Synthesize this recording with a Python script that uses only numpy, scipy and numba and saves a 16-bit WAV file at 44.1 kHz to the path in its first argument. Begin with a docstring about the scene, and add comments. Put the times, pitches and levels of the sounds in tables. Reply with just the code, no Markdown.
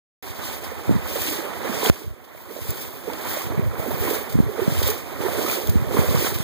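"""Wading through a shallow river

Each stride gurgles, churns and throws spray: swarms of ringing bubbles over dense noise, with gulps, drips
and slaps. Wind rumbles and thumps on one port of a phone held above the water, as low noise and short swings.
One hard knock, a leaking pressure step, overloads the input, so that the gain drops and creeps back.
The two ports are subtracted with a delay to aim left and right."""
import sys
import numpy as np
from numba import njit
from scipy import signal
from scipy.fft import rfft, irfft, next_fast_len
from scipy.io import wavfile

SR = 44100
rng = np.random.default_rng(int(sys.argv[2]) if len(sys.argv) > 2 else 0)


def wav_record(signal):
    """Record a signal, one row per channel, as 16-bit PCM in the file named by sys.argv[1]."""
    frames = np.transpose(np.atleast_2d(signal))
    bounded = np.clip(frames, -1, 1)
    # unit amplitude maps onto the largest positive 16-bit level
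    quanta = np.round(bounded * 32767).astype(np.int16)
    wavfile.write(sys.argv[1], SR, quanta)


N = 283563
PORT_GAP = 16   # samples that sound needs from one port to the other

# spectrum of the finest bubbles and of splashing sheets: freq_hz, level_db
SPRAY = [(1200, -11.5), (2500, 6), (4000, 0), (6500, -3.5), (9000, -1), (11000, -11), (13000, 1.5),
         (15500, 3.5)]


def water():
    """Bubble resonance: three sizes of bubble follow the stride, each over a wash too dense to tell apart."""
    # spectra of large and of middling bubbles: freq_hz, level_db
    gurgle_spectrum = [(150, -12.5), (250, -4), (400, 0.5), (600, -3), (900, -22), (1300, -6)]
    churn_spectrum = [(300, -5.5), (600, -3), (1000, 1), (1400, 1), (1900, -1.5), (2500, -7), (4000, -16),
                      (7000, -50)]
    # level of the spray's top treble: time_s, level_db
    sheen_points = [(0.25, -2.5), (1.15, -0.5), (1.35, -2.5), (1.9, -3.5), (2.3, 3), (2.7, 2.5), (3.4, 1),
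                    (3.9, 5), (4.3, 2), (4.9, -0.5), (5.6, -0.5), (6.43, -2)]
    sheen_hz = 11000   # the top treble starts here
    gurgle_gain, churn_gain, spray_gain = wading()

    gurgle = swarm(gurgle_spectrum, per_s=670, cycles=19.2, spread_db=0.0, rise=0.23,
                   aim=0.88, scatter=0.098, clump_db=3.0, cap=1.96)
    gurgle_wash = wash(gurgle_spectrum, own_db=-6.5, shadow_db=5)
    gurgle = rms_one(gurgle + from_db(-8.5) * gurgle_wash)

    churn = swarm(churn_spectrum, per_s=2800, cycles=18.0, spread_db=2.5, rise=0.63,
                  aim=0.98, scatter=0.63, clump_db=4.0, cap=5.6)
    churn_wash = wash(churn_spectrum, own_db=-2.0, shadow_db=-51)
    churn = rms_one(churn + from_db(2.0 + 2.0 * drift(21)) * churn_wash)

    fizz = swarm(SPRAY, per_s=9000, cycles=12.2, spread_db=4.5, rise=0.22,
                 aim=.7, scatter=1.2, clump_db=3.5, cap=4.05)
    flicker_db = 1.7 * drift(17)
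    spray_wash = wash(SPRAY, own_db=5.0, shadow_db=-36)
    spray = rms_one(fizz + from_db(6.0 + flicker_db) * spray_wash)
    top = signal.sosfiltfilt(signal.butter(2, sheen_hz, "high", fs=SR, output="sos"), spray)
    sheen_db = curves(sheen_points)[0] + 1.1 * drift(11)
    spray = spray + (from_db(sheen_db) - 1) * top
    return gurgle_gain * gurgle + churn_gain * churn + spray_gain * spray


def wading():
    """Addition of powers: gains of gurgle, churn and spray, every stride over the settling water."""
    # one row a stride; the leg plunges, drags forward to a crest, holds, lifts out:
    # plunge_s, drag_s, hold_s, plunge gurgle_db, churn_db, spray_db, crest gurgle_db, churn_db, spray_db
    stride_rows = [(0.416, 0.025, 0.087, -57, -40, -36, -53, -40, -34),
                   (1.095, 0.17, 0.065, -48, -41, -31, -61, -43, -26),
                   (1.62, 0.25, 0.11, -57, -36, -38, -37, -30, -23),
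                   (2.487, 0.14, 0.2, -39.5, -43, -39, -43, -41, -31),
                   (3.087, 0.27, 0.046, -36, -40, -44, -64, -33, -30.5),
                   (3.793, 0.34, 0.019, -42, -36.5, -42, -37.5, -33, -30),
                   (4.575, 0.22, 0.11, -37, -34, -41.5, -45, -35.5, -28),
                   (5.224, 0.27, 0.038, -35, -33.5, -36.5, -38, -33.5, -26),
                   (5.944, 0.32, 0.0091, -30.5, -32, -33.5, -41.5, -32, -24.5)]
    # water settling round the legs between strides: time_s, gurgle_db, churn_db, spray_db
    settling_points = [(0.25, -51, -41, -40), (0.7, -46.5, -40, -42), (0.95, -47.5, -37, -41),
                       (1.45, -40.5, -35.5, -41.5), (2.15, -40.5, -39, -49), (2.4, -52.5, -35.5, -38),
                       (2.95, -47, -41.5, -42.5), (3.3, -50, -52, -44), (3.55, -43, -39.5, -50),
                       (4.4, -43, -41, -46.5), (5.05, -44.5, -39, -44.5), (5.65, -38.5, -39.5, -38),
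                       (5.85, -41, -38.5, -44), (6.43, -45.5, -42, -34.5)]
    # how far the sound slackens after the plunge, under a straight path to the crest: gurgle_db, churn_db, spray_db
    slack_db = (-0.5, -2, -0.5)
    # fall after the hold: gurgle_db_per_s, churn_db_per_s, spray_db_per_s
    lift_db_per_s = (117, 96, 106)
    attack_s, slack_s = 0.051, 0.16   # time of a 10 dB rise; from the plunge to the slackest point

    power = from_db(curves(settling_points)) ** 2
    for s, drag, hold, *db in stride_rows:
        end = s + drag + hold
        slack = min(slack_s / drag, .9)   # as a share of the drag
        for k, (plunge, crest) in enumerate(zip(db[:3], db[3:])):
            times = [s - 4 * attack_s, s, s + slack * drag, s + drag, end, end + 40 / lift_db_per_s[k]]
            slackest = plunge + slack * (crest - plunge) + slack_db[k]
            power[k] += swell(times, [plunge, slackest, crest, crest]) ** 2
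    return np.sqrt(power)


def gulps():
    """Resonance of large bubbles that close below the surface and climb in pitch."""
    # large bubbles closing, at any time in the stride: start_s, strength_db, pitch_hz, cycles
    gulp_rows = [(.716, -22.5, 466, 16), (1.11, -21, 590, 11), (1.156, -15, 527, 16),
                 (1.164, -16.5, 457, 12), (1.252, -21.5, 365, 7.4), (1.281, -20, 290, 8.5),
                 (1.308, -23, 297, 22), (1.385, -22.5, 304, 18), (1.424, -23, 525, 15),
                 (1.692, -16.5, 218, 8.8), (1.738, -22, 614, 15), (1.831, -14, 426, 7.8),
                 (1.849, -14.5, 730, 16), (1.865, -13, 407, 8.9), (2.014, -17, 333, 12),
                 (2.035, -18, 415, 19), (2.348, -18.5, 573, 13), (2.506, -18, 440, 13),
                 (2.562, -15.5, 566, 17), (2.588, -13, 487, 5.5), (2.651, -20, 445, 10),
                 (3.077, -15.5, 410, 12), (3.369, -18.5, 554, 15), (3.517, -20.5, 626, 17),
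                 (3.519, -21, 310, 10), (3.537, -19.5, 417, 21), (3.797, -24, 535, 12),
                 (3.859, -19.5, 490, 19), (3.875, -21.5, 244, 14), (3.906, -17.5, 606, 14),
                 (3.934, -19, 700, 17), (4.022, -19.5, 372, 11), (4.035, -18.5, 384, 11),
                 (4.052, -15, 360, 5.1), (4.079, -20, 308, 14), (4.108, -12, 416, 14),
                 (4.132, -12, 410, 5.6), (4.486, -20.5, 404, 28), (4.58, -18, 460, 18),
                 (4.591, -8, 442, 13), (4.615, -13, 362, 26), (4.817, -11, 493, 5.1),
                 (4.865, -20.5, 515, 35), (4.887, -17.5, 408, 32), (5.201, -19, 363, 8),
                 (5.236, -13, 445, 8), (5.249, -15, 373, 27), (5.28, -18.5, 673, 34), (5.284, -18, 500, 14),
                 (5.389, -19, 437, 18), (5.446, -19, 408, 14), (5.574, -21.5, 337, 13),
                 (5.907, -24, 337, 13), (5.944, -9, 370, 10.4), (5.969, -8.5, 400, 9.5),
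                 (6.146, -17, 530, 17), (6.223, -15, 410, 9.1), (6.245, -14, 383, 6.8),
                 (6.272, -22, 550, 11)]
    s, db, hz, cycles = np.transpose(gulp_rows)
    count = len(s)
    ports = np.zeros((2, N))
    add_bubbles(ports, (s * SR).astype(np.int64), from_db(db), hz, cycles,
                np.full(count, .25), np.full(count, 13), .1)
    return ports


def drips():
    """Resonance of small clear bubbles that climb in pitch."""
    # single drops falling back: start_s, strength_db, pitch_hz
    drip_rows = [(.434, -23, 1100), (0.459, -26, 970), (1.729, -18, 1370), (1.8274, -15.5, 970),
                 (1.86, -6.5, 3040), (3.099, -22, 870), (3.1, -21, 2070), (3.252, -21, 890),
                 (3.798, -24, 1980), (3.915, -21, 856), (4.075, -19, 925), (5.283, -22, 1150),
                 (5.438, -21, 1000), (5.463, -14, 1160), (5.498, -9, 2210), (5.9686, -12.5, 1090),
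                 (6.02, -20, 1050), (6.158, -16, 1130), (6.2235, -14, 1750), (6.249, -18, 1070)]
    s, db, hz = np.transpose(drip_rows)
    count = len(s)
    ports = np.zeros((2, N))
    add_bubbles(ports, (s * SR).astype(np.int64), from_db(db), hz, np.full(count, 22.0),
                np.full(count, .3), np.full(count, 12), .06)
    return ports


def slaps():
    """Impact noise: bursts that swell and die exponentially, some duller, some brighter."""
    # sheets of water landing: start_s, level_db, fall_ms, low_db (level under the split, relative to level_db)
    slap_rows = [(.635, -28.5, 21, 3), (1.2174, -11.5, 1.7, -11), (1.279, -28, 3.0, -4), (1.32, -24, 12, 7),
                 (1.8607, -32, 1.4, 0), (2.238, -34, 15, 11), (2.364, -36, 18, -10), (2.7047, -7, 1.9, -9),
                 (3.133, -27.5, 2.4, 11.5), (3.21, -31, 8, 4), (3.3325, -25, 1.8, 4),
                 (3.8777, -29, 1.2, -4), (4.1, -21, 8, 2), (4.134, -19, 1.5, -5), (4.29, -28.5, 19, 2),
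                 (4.322, -27, 9.9, -4), (4.827, -19.5, 5.3, 10), (4.871, -18, 4.2, 0),
                 (4.8775, -11, 1.7, -11), (4.9, -14, 5.5, -6), (4.9064, -26, 1.5, 0), (5.482, -24, 1.5, -3),
                 (5.5116, -14, 4.1, -11), (5.672, -14, 1.5, -5), (5.695, -15, 3.8, -8),
                 (6.1247, -19, 1.5, 5), (6.1786, -23, 4.1, 0), (6.239, -32, 5.4, 3), (6.34, -23, 17, 4),
                 (6.385, -18, 1.5, -4)]
    split_hz, rise_share = 5000, 0.32   # the rise takes this share of the fall
    after_ms = np.arange(SR // 10) / SR * 1000
    envelopes = np.zeros((2, N))   # under and over the split
    for s, db, fall_ms, low_db in slap_rows:
        rise = 1 - np.exp(-after_ms / (rise_share * fall_ms))
        burst = from_db(db) * rise * np.exp(-after_ms / fall_ms)
        start = round(s * SR)
        envelopes[:, start:start + len(burst)] += burst[:N - start] * from_db([[low_db], [0]])
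    noise = wash(SPRAY, own_db=2.5, shadow_db=-29)
    low = signal.filtfilt(*signal.butter(1, split_hz, fs=SR), noise)
    return envelopes[0] * low + envelopes[1] * (noise - low)


def wind_and_knock():
    """Local pressure: lumpy rumble, flutter, light air, eddies and the knock press on the right port alone."""
    # spectra of the rumble, of the flutter of strong gusts, of steady light air: freq_hz, level_db (per Hz)
    rumble_spectrum = [(20, -8), (60, 4), (120, 7), (200, -9), (350, -46), (700, -38)]
    flutter_spectrum = [(100, -6.5), (200, -1), (350, -17), (600, -30), (1000, -59)]
    breeze_spectrum = [(20, -1), (45, 13), (90, -6), (200, -28), (500, -60)]
    steady_db = gusts()
    gust_db = steady_db + 2.6 * np.tanh(drift(22) / 2)   # lumps of limited size
    # the flutter grows faster than the rumble, so strong gusts are brighter
    flutter = from_db(.5 * (gust_db + 28.0)) * coloured(flutter_spectrum)
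    rumble = from_db(gust_db) * (coloured(rumble_spectrum) + flutter)
    breeze = from_db(-42.5) * coloured(breeze_spectrum)
    push = rumble + breeze + eddies(steady_db) + knock()
    # the inverse of the bass lift, which the lift later undoes
    numerator, denominator = bass_lift()
    return np.array([0 * push, signal.lfilter(denominator, numerator, push)])


def gusts():
    """Addition of powers: level of the rumble in dB, gusts over a calm floor."""
    # gusts on the port: start_s, length_s, start_db, end_db
    gust_rows = [(0.247, 0.037, -46, -43), (0.876, 0.043, -42, -22.5), (1.154, 0.048, -50, -39),
                 (2.06, 0.083, -28, -36), (2.352, 0.054, -36, -45), (2.62, 0.24, -33.5, -37.5),
                 (3.476, 0.2, -37.5, -28.5), (3.716, 0.35, -41, -34.5), (4.352, 0.13, -23.5, -33),
                 (4.688, 0.21, -32, -34), (5.174, 0.24, -39.5, -36), (5.695, 0.17, -29, -32.5),
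                 (5.95, 0.28, -29.5, -31.5), (6.328, 0.086, -30.5, -35)]
    calm_db, rise_s, fall_db_per_s = -47.5, 0.029, 160   # rise_s is the time of a 10 dB rise
    power = from_db(calm_db) ** 2
    for s, length, first_db, last_db in gust_rows:
        times = [s - 4 * rise_s, s, s + length, s + length + 40 / fall_db_per_s]
        power = power + swell(times, [first_db, last_db]) ** 2
    return 10 * np.log10(power)


def eddies(gust_db):
    """Vortex pressure: short damped swings at set times, and further ones at chance times that follow the gust level."""
    # wind eddies at set times: time_s, strength_db, pitch_hz
    thump_rows = [(0.884, -3, 109), (0.895, 8, 302), (0.902, 5, 165), (0.912, 7, 237), (0.954, 2.5, 202),
                  (0.964, 1.5, 164), (2.078, 0, 120), (2.11, -7, 119), (2.6935, 2.5, 107), (2.714, -2, 124),
                  (3.471, -8, 125), (3.581, 1, 137), (3.596, 2.5, 194), (3.64, -19, 124),
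                  (3.797, -5.5, 129), (3.93, -9, 155), (3.945, -6, 178), (4.008, -4, 89), (4.356, 6.5, 192),
                  (4.376, -6, 123), (4.39, 7, 242), (4.404, 10.5, 197), (4.424, -3, 80.3), (4.474, -9, 113),
                  (4.621, -8, 110), (4.681, 7.5, 190), (4.723, -1.5, 133), (4.792, -5, 99),
                  (5.207, -9, 180), (5.6945, 2, 98), (5.758, 7.5, 191), (5.769, 1, 85), (5.824, -3, 140),
                  (5.879, -8, 105), (5.992, 8, 162), (6.112, -0.5, 160), (6.15, 5, 146), (6.196, -3, 115),
                  (6.326, -8, 101), (6.404, -0.5, 155)]
    # further eddies at chance times, following their gust at 23 to 29 dB above its level
    per_s, over_gust_db, low_hz, high_hz = 15, 23, 60.3, 146
    draw = rng.random((N, 3))
    at = np.flatnonzero(draw[:, 0] < per_s / SR)
    chance_db = gust_db[at] + over_gust_db + 6 * draw[at, 1]
    chance_hz = low_hz * (high_hz / low_hz) ** draw[at, 2]
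    chance_rows = np.transpose([at / SR, chance_db, chance_hz])
    s, db, hz = np.vstack([thump_rows, chance_rows]).T
    # a suck first, then a push near the listed time; the pitch sinks
    early = np.maximum(s - 0.58 / hz, 0) * SR
    count = len(s)
    ports = np.zeros((2, N))
    add_bubbles(ports, early.astype(np.int64), -from_db(db), hz, np.full(count, 3.6),
                np.full(count, -.3), np.zeros(count, np.int64), .11)
    return ports[0]


def knock():
    """Exponential relaxation: a sudden step of pressure leaks away."""
    start_s, level_db, fall_s = 1.8983, 21.5, 0.0012
    after = np.arange(N) / SR - start_s
    return from_db(level_db) * (after > 0) * np.exp(-np.maximum(after, 0) / fall_s)


def thin_hiss(level_db, above_hz):
    """Uncorrelated noise: white noise, unrelated at the two ports, high-passed to the very top."""
    high_pass = signal.butter(3, above_hz, "high", fs=SR, output="sos")
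    return from_db(level_db) * signal.sosfilt(high_pass, rng.standard_normal((2, N)))


@njit(fastmath=True)
def add_bubbles(ports, at, size, hz, cycles, rise, lag, swell):
    """Damped oscillation: a sine swells, decays at 60 dB per its cycles and glides; a lag (samples) sets direction.
    A positive lag delays the left port, a negative one the right."""
    for k in range(len(at)):
        length = int(cycles[k] * SR / hz[k]) + 2
        phase, unborn, left = 0., 1., size[k]
        grows, dies = np.exp(-1 / (length * swell)), np.exp(-6.9 / length)
        # stops at three quarters of the length, 45 dB down
        for i in range(min(3 * length // 4, ports.shape[1] - at[k] - 40)):
            phase += 2 * np.pi * hz[k] / SR * (1 + rise[k] * i / length)
            v = left * np.sin(phase) * (1 - unborn)
            unborn, left = unborn * grows, left * dies
            ports[0, at[k] + i + max(lag[k], 0)] += v
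            ports[1, at[k] + i + max(-lag[k], 0)] += v


def swarm(spectrum, per_s, cycles, spread_db, rise, aim, scatter, clump_db, cap):
    """Random superposition: bubbles born in clumps, each from its own direction; aim 1 is in line with the right port.
    The largest are cap times the spread over the smallest; rise is the steepest climb."""
    birth_chance = per_s * from_db(clump_db * drift(14)) / SR
    at = np.flatnonzero(rng.random(N) < birth_chance)
    draw = rng.random((N, 4))[at]
    low, high = spectrum[0][0], spectrum[-1][0]
    hz = low * (high / low) ** draw[:, 0]
    # pitches even on a log axis, each ringing so many cycles, lose energy per Hz as pitch squared: times hz
    excess_db = -spread_db * np.maximum(np.log(draw[:, 1]), -cap)
    size = from_db(at_hz(spectrum, hz) + excess_db) * hz
    lag = PORT_GAP * np.clip(aim + scatter * (2 * draw[:, 2] - 1), -1, 1)
    ports = np.zeros((2, N))
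    add_bubbles(ports, at, size, hz, cycles * (.5 + draw[:, 3]), rise * draw[:, 3], lag.astype(np.int64), .08)
    return rms_one(ports)


def wash(spectrum, own_db, shadow_db):
    """Partial coherence: direct noise reaches the right port first, scattered noise differs at each port.
    The hand round the phone alters the scattered part in the low treble, by about shadow_db."""
    direct = coloured(spectrum)
    scattered = from_db(own_db) * np.array([coloured(spectrum), coloured(spectrum)])
    low_treble = signal.lfilter(*signal.butter(1, [1900, 3300], "band", fs=SR), scattered)
    scattered = scattered - (1 - from_db(shadow_db)) * low_treble
    return rms_one(np.array([np.roll(direct, PORT_GAP - 1), direct]) + scattered)


def from_db(db):
    """Logarithmic level: decibels to gain."""
    return 10 ** (np.asarray(db) / 20)


def rms_one(x):
    """Mean-square normalisation: scale to rms 1."""
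    return x / np.sqrt(np.mean(x ** 2) + 1e-20)


def curves(rows):
    """Linear interpolation: table columns after the time as curves, one value a sample."""
    s, *columns = np.transpose(rows)
    return [np.interp(np.arange(N) / SR, s, c) for c in columns]


def at_hz(points, hz):
    """Logarithmic frequency: read a spectrum in dB on a log axis."""
    point_hz, point_db = np.array(points).T
    return np.interp(np.log(hz), np.log(point_hz), point_db)


def drift(rate_hz):
    """Low-passed chance: slow random motion of rms 1, made at one value per 40 samples."""
    r = np.exp(-80 * np.pi * rate_hz / SR)
    chance = rng.standard_normal(N // 40 + 2002)
    slow = signal.lfilter([1], [1, -2 * r, r * r], chance)[2000:]   # settled part
    return np.interp(np.arange(N) / 40, np.arange(len(slow)), rms_one(slow))


def coloured(spectrum):
    """Spectral shaping: white noise weighted to a spectrum in dB per Hz; rms 1."""
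    size = next_fast_len(N)
    hz = np.maximum(np.arange(size // 2 + 1) * SR / size, 1)
    white = rfft(rng.standard_normal(size))
    return rms_one(irfft(white * from_db(at_hz(spectrum, hz)), size)[:N])


def swell(times, levels_db):
    """Exponential envelope: a gain through points in dB, fading in from and out to 40 dB under its ends."""
    levels_db = [levels_db[0] - 40, *levels_db, levels_db[-1] - 40]
    first, last = max(int(times[0] * SR), 0), min(int(times[-1] * SR), N)
    span = np.arange(first, last)
    gain = np.zeros(N)
    gain[span] = from_db(np.interp(span / SR, times, levels_db))
    return gain


def bass_lift():
    """Gradient equalisation: a shelf that restores the bass lost by subtracting the ports."""
    zero_hz, pole_hz = 900, 25
    return [1, -np.exp(-2 * np.pi * zero_hz / SR)], [1, -np.exp(-2 * np.pi * pole_hz / SR)]


def port_colour(x):
    """Frequency response: the two ports favour different parts of the treble."""
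    # left port's sensitivity over the right's: freq_hz, level_db
    tilt_points = [(1200, 0.45), (3500, 2.5), (9000, 2.5), (10300, 7), (13000, -6.5), (15500, -7)]
    size = next_fast_len(N)
    tilt_db = at_hz(tilt_points, np.maximum(np.arange(size // 2 + 1) * SR / size, 1))
    return irfft(rfft(x, size) * from_db([tilt_db / 2, -tilt_db / 2]), size)[:, :N]


def scene():
    """Superposition: pressure of river, wind, knock and hiss at the left and right port."""
    river = water() + gulps() + drips() + slaps()
    # bubbles send out little below 187 Hz
    river = signal.sosfilt(signal.butter(3, 187, "high", fs=SR, output="sos"), river)
    return port_colour(river) + wind_and_knock() + thin_hiss(level_db=-46, above_hz=17500)


def gain_control(x, threshold_db, release_db_s, attack_s):
    """Compression: level above the threshold is taken back fast and given back slowly."""
    ramp = release_db_s * np.arange(N) / SR
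    peak_db = 20 * np.log10(np.abs(x).max(axis=0) + 1e-9)
    over = np.maximum(peak_db - threshold_db, 0)
    held = np.maximum.accumulate(over + ramp) - ramp
    r = np.exp(-1 / (attack_s * SR))
    return x * from_db(-signal.lfilter([1 - r], [1, -r], held))


def record(dry):
    """Delay-and-subtract directivity, then bass lift, resonant rumble cut, gain control, overload and top cut."""
    cut_hz, sharpness = 60, 2.4
    start_s, top_hz = 0.2252, 15480   # the input opens; nearly nothing passes above top_hz
    late_other = np.pad(dry, ((0, 0), (PORT_GAP, 0)))[::-1, :N]
    x = signal.lfilter(*bass_lift(), dry - late_other)
    left_bass = signal.lfilter(*signal.butter(1, 330, fs=SR), x[0])
    x = np.array([x[0] - .23 * left_bass, x[1]])   # the left side is lifted a little less
    x = signal.lfilter(*signal.butter(1, 60, "high", fs=SR), x)
    cut = 2 * np.pi * cut_hz
    x = signal.lfilter(*signal.bilinear([1, 0, 0], [1, cut / sharpness, cut ** 2], SR), x)
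    x = gain_control(x, threshold_db=4.0, release_db_s=14, attack_s=0.0031)
    x = x * (np.arange(N) > start_s * SR)
    overloaded = np.clip(x, -1, 1)
    return signal.sosfilt(signal.ellip(12, 1, 85, top_hz, fs=SR, output="sos"), overloaded)


dry = scene()
out = record(dry)
wav_record(out)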